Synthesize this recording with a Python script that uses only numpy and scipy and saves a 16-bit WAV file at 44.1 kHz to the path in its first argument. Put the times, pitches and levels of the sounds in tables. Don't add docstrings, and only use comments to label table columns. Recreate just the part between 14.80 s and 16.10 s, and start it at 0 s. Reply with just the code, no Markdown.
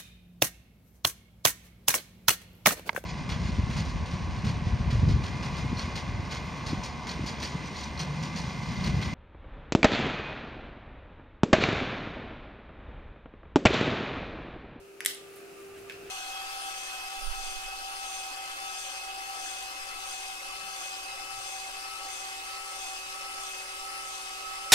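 import sys
import numpy as np
from scipy import signal
from scipy.fft import rfft, irfft
from scipy.io import wavfile
from scipy.ndimage import map_coordinates

SR = 44100
rng = np.random.default_rng(int(sys.argv[2]) if len(sys.argv) > 2 else 0)


def generate_wav(signal):
    frames = np.transpose(np.atleast_2d(signal))
    scaled = np.clip(frames, -1, 1) * 32767
    pcm = np.round(scaled).astype(np.int16)
    wavfile.write(sys.argv[1], SR, pcm)


N = 57330
T = np.arange(N) / SR
FFT_SIZE = 2 ** 17
HZ = np.fft.rfftfreq(FFT_SIZE, 1 / SR)
TOP_HZ = 15800
SIDES = np.array([[.5], [-.5]])


def amp(db):
    return 10 ** (np.asarray(db) / 20)


def unit(x):
    return x / np.sqrt(np.mean(x ** 2) + 1e-20)


def along(points, hz=HZ):
    freqs, values = np.transpose(points)
    return np.interp(np.log(hz + 1), np.log(freqs + 1), values)


def curve(points):
    return np.interp(T, *np.transpose(points))


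def swells(rows):
    return sum(amp(db) * np.exp(-.5 * ((T - s) / half) ** 2) for s, half, db in rows)


def wobble(rate):
    return map_coordinates(rng.standard_normal(64), [T * rate], mode="wrap")


def fade(t, t60):
    return np.exp(-np.log(1000) * t / t60)


def filtered(x, response):
    return irfft(rfft(x, FFT_SIZE) * response, FFT_SIZE)[..., :N]


def causal(db):
    cepstrum = irfft(np.log(amp(db)))
    cepstrum[..., 1:FFT_SIZE // 2] *= 2
    cepstrum[..., FFT_SIZE // 2 + 1:] = 0
    return np.exp(rfft(cepstrum))


def resonance(hz, width):
    return 1j * HZ * width / (hz * hz - HZ ** 2 + 1j * HZ * width)


def delay(s):
    return np.exp(-2j * np.pi * HZ * s)


def room_tone(base_db=-52.5):
    # freq_hz, gain_db
    spectrum = [(20, -13), (60, -21.5), (150, -3.5), (250, -3.5), (330, 5), (460, 3), (600, -1),
                (750, -1.5), (980, -10.5), (1300, -3), (2000, -10.5), (2650, -3), (3300, -15), (5000, -15),
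                (10000, -17.5), (15500, -22.5)]
    # freq_hz, correlation
    likeness = [(30, 0.47), (90, 0.29), (180, 0.6), (350, 0.22), (700, 0.071), (1400, 0.15), (3000, 0.1),
                (12000, 0.1)]
    # time_s, gain_db
    rise = [(0, -2), (.2, -1.5), (.45, 0.5), (.58, 1.5), (.72, 2.5), (.95, 1.5), (1.1, 3.5), (1.3, 4)]
    width = np.arccos(along(likeness)) / 2
    mid_side = np.array([np.cos(width), np.sin(width)])
    mid, side = filtered(rng.standard_normal((2, FFT_SIZE)), amp(along(spectrum)) * mid_side)
    return amp(base_db + curve(rise)) * unit(np.array([mid + side, mid - side]))


def rumble():
    # time_s, level_db
    level = [(0, -64.5), (.15, -85), (.5, -82), (.8, -77), (.93, -61.5), (1.12, -68.5), (1.25, -62)]
    # freq_hz, gain_db
    spectrum = [(15, -1), (50, -2), (75, 5.5), (105, 10.5), (170, -21), (400, -45), (1500, -80)]
    return amp(curve(level)) * unit(filtered(rng.standard_normal(FFT_SIZE), amp(along(spectrum))))


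def whine(pitch_hz=1190, left_lead_rad=0.51):
    # peak_s, half_length_s, level_db
    peaks = [(.44, 0.066, -64.5), (.57, 0.021, -64), (.8, 0.027, -58), (.925, 0.021, -60.5),
             (1.078, 0.0076, -54.5)]
    phase = 2 * np.pi * pitch_hz * T + .5 * wobble(16.2)
    return np.sqrt(2) * swells(peaks) * np.sin(phase + SIDES * left_lead_rad)


def appliance_hum():
    # pitch_hz, base_db, waver_db, left_lead_rad
    partials = [(50.7, -76.5, 1.5, 0), (100, -77, 3, 0.94), (394.25, -49.5, -0.24, 0.33),
                (693.6, -71.5, 5.5, 1), (1580, -79.5, 9, 0.94)]
    # time_s, gain_db
    ride = [(0, -3), (.25, -2.5), (.45, -1.5), (.68, -0.5), (.76, -2.5), (.84, 2.5), (1.02, 1.5),
            (1.09, 0.5), (1.3, 1.5)]
    hum = np.zeros((2, N))
    for hz, db, waver_db, lead in partials:
        phase = 2 * np.pi * (hz * T + rng.random()) + 0.063 * waver_db * wobble(9.1)
        hum += np.sqrt(2) * amp(db + waver_db * wobble(12.4)) * np.sin(phase + SIDES * lead)
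    return hum * amp(curve(ride))


def kitchen(x, table_s=.0072, table_db=-17.5, walls_s=0.059, walls_db=-7.5, tail_db=-2.5):
    # freq_hz, t60_s
    decay = [(300, 0.54), (1000, 0.41), (2600, 0.47), (7000, 0.38), (15000, 0.3)]
    # freq_hz, gain_db
    colour = [(300, 4.5), (1100, 5), (1900, -4), (2700, 3.5), (3400, -3), (4500, 6), (6200, 2), (8500, -4),
              (11000, -5.5), (13300, -4.5), (15000, 8)]
    near = filtered(x, 1 + amp(table_db) * delay(table_s))
    hz, t, noise = signal.stft(rng.standard_normal((2, N)), SR, nperseg=256)
    tail = signal.istft(noise * fade(t, along(decay, hz)[:, None]), SR, nperseg=256)[1][:, :N]
    walls = rng.standard_normal((2, N)) / (1 + (T / walls_s) ** 10)
    onset = 1 - np.exp(-T / 0.0013)
    reverb = (amp(tail_db) * unit(tail) + amp(walls_db) * unit(walls)) * onset / np.sqrt(N)
    return near + filtered(x.mean(0), rfft(reverb, FFT_SIZE) * causal(along(colour)))


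def plate(lag_s, echo_db=-15.5):
    return 1 + amp(echo_db) * delay(lag_s)


def crackle(spectrum, grains_per_s):
    grains = rng.standard_normal(N) * (rng.random(N) < grains_per_s / SR)
    return unit(filtered(grains, amp(along(spectrum))))


def rubbing():
    # time_s, level_db
    strokes = [(0, -97), (.42, -66.5), (.58, -59.5), (.67, -71), (.76, -70), (.805, -60.5), (.86, -63.5),
               (.935, -75), (.985, -57.5), (1.03, -74), (1.3, -87)]
    # freq_hz, gain_db
    spectrum = [(500, -25), (2000, 12), (5000, -0.5), (9500, 7.5), (16000, -6)]
    return amp(curve(strokes)) * crackle(spectrum, grains_per_s=2000)


def crunching():
    # peak_s, half_length_s, level_db
    pulls = [(.968, 0.015, -58), (1.105, 0.0063, -45), (1.125, 0.011, -56.5), (1.285, 0.041, -57)]
    # freq_hz, gain_db
    spectrum = [(700, -26), (1300, -13), (1600, 0), (2000, -6.5), (2550, -2.5), (3600, -11.5), (6000, -23),
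                (12000, -44)]
    return swells(pulls) * crackle(spectrum, grains_per_s=2500)


def fracture(start_s, db, response, tear_db=5, tear_t60_s=0.0066, spread=0.35, boost_db=11.5):
    noise = rng.standard_normal((3, N))
    tear = (np.sqrt(1 - spread) * noise[0] + np.sqrt(spread) * noise[1:]) * fade(T, tear_t60_s)
    force = amp(tear_db) * tear / np.linalg.norm(tear, axis=1, keepdims=True)
    force[:, 0] = 1
    drive = rfft(force, FFT_SIZE)
    drive *= causal(-10 * np.log10(np.abs(drive) ** 2 + .2))
    return amp(db + boost_db) * irfft(drive * response * delay(start_s), FFT_SIZE)[:, :N]


def ticks(width_hz=2700):
    # start_s, gain_db, pitch_hz
    splinters = [(0.3467, -20.5, 10000), (0.5598, -29, 12200), (0.568, -35, 10400), (0.583, -36, 9500)]
    return sum(fracture(s, db, resonance(hz, width_hz) ** 2) for s, db, hz in splinters)


def clicks():
    # start_s, gain_db, pitch_hz, width_hz, edge_db, plate_echo_s
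    joints = [(0.2055, -8, 1820, 970, -14.5, 0.00107), (1.0973, -11.5, 2610, 510, -24, .0019),
              (1.1221, -25, 3240, 1400, -27, .0019)]
    # freq_hz, gain_db
    edge_colour = [(1200, -32), (3500, -3.5), (6500, -6.5), (8700, -8), (11200, 1.5), (13000, -23),
                   (15500, -3)]
    edge = causal(along(edge_colour))
    return sum(fracture(s, db, (resonance(hz, width) + amp(edge_db) * edge) * plate(lag))
               for s, db, hz, width, edge_db, lag in joints)


def cracks():
    # start_s, gain_db, tilt_db_per_octave, plate_echo_s
    breaks = [(0.2494, -13.5, 0.5, .0009), (0.2603, -0.5, -0.5, 0.000943)]
    # pitch_hz, width_hz, gain_db
    modes = [(1980, 424, 0), (3520, 630, 0.5), (5600, 400, -10), (7800, 860, -1.5), (8880, 420, 0),
             (9900, 1550, 0), (12350, 870, -1)]
    power = sum(np.abs(amp(db) * resonance(hz, width)) ** 2 for hz, width, db in modes)
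    ring_db = 10 * np.log10(power + 1e-6)
    octaves = np.log2((HZ + 100) / 5000)
    return sum(fracture(s, db, causal(ring_db + tilt * octaves) * plate(lag))
               for s, db, tilt, lag in breaks)


def shell(bass_lag_s=0.000403):
    # freq_hz, gain_db
    radiation = [(300, 4.5), (950, -12), (1600, -1), (3700, 0), (4300, -6.5), (5400, -1), (11000, 0),
                 (11900, -6.5), (12900, -1), (13800, 3), (14600, -4), (15800, -28)]
    bending = np.exp(-1j * np.pi * bass_lag_s * HZ * (2 - HZ / TOP_HZ))
    return filtered(cracks() + clicks() + ticks(), bending * causal(along(radiation)))


def scene():
    peeling = shell() + rubbing() + crunching()
    return kitchen(peeling) + appliance_hum() + whine() + room_tone() + rumble()


def record(dry):
    return filtered(dry, 1 / np.sqrt(1 + (HZ / TOP_HZ) ** 200))


dry = scene()
out = record(dry)
generate_wav(out)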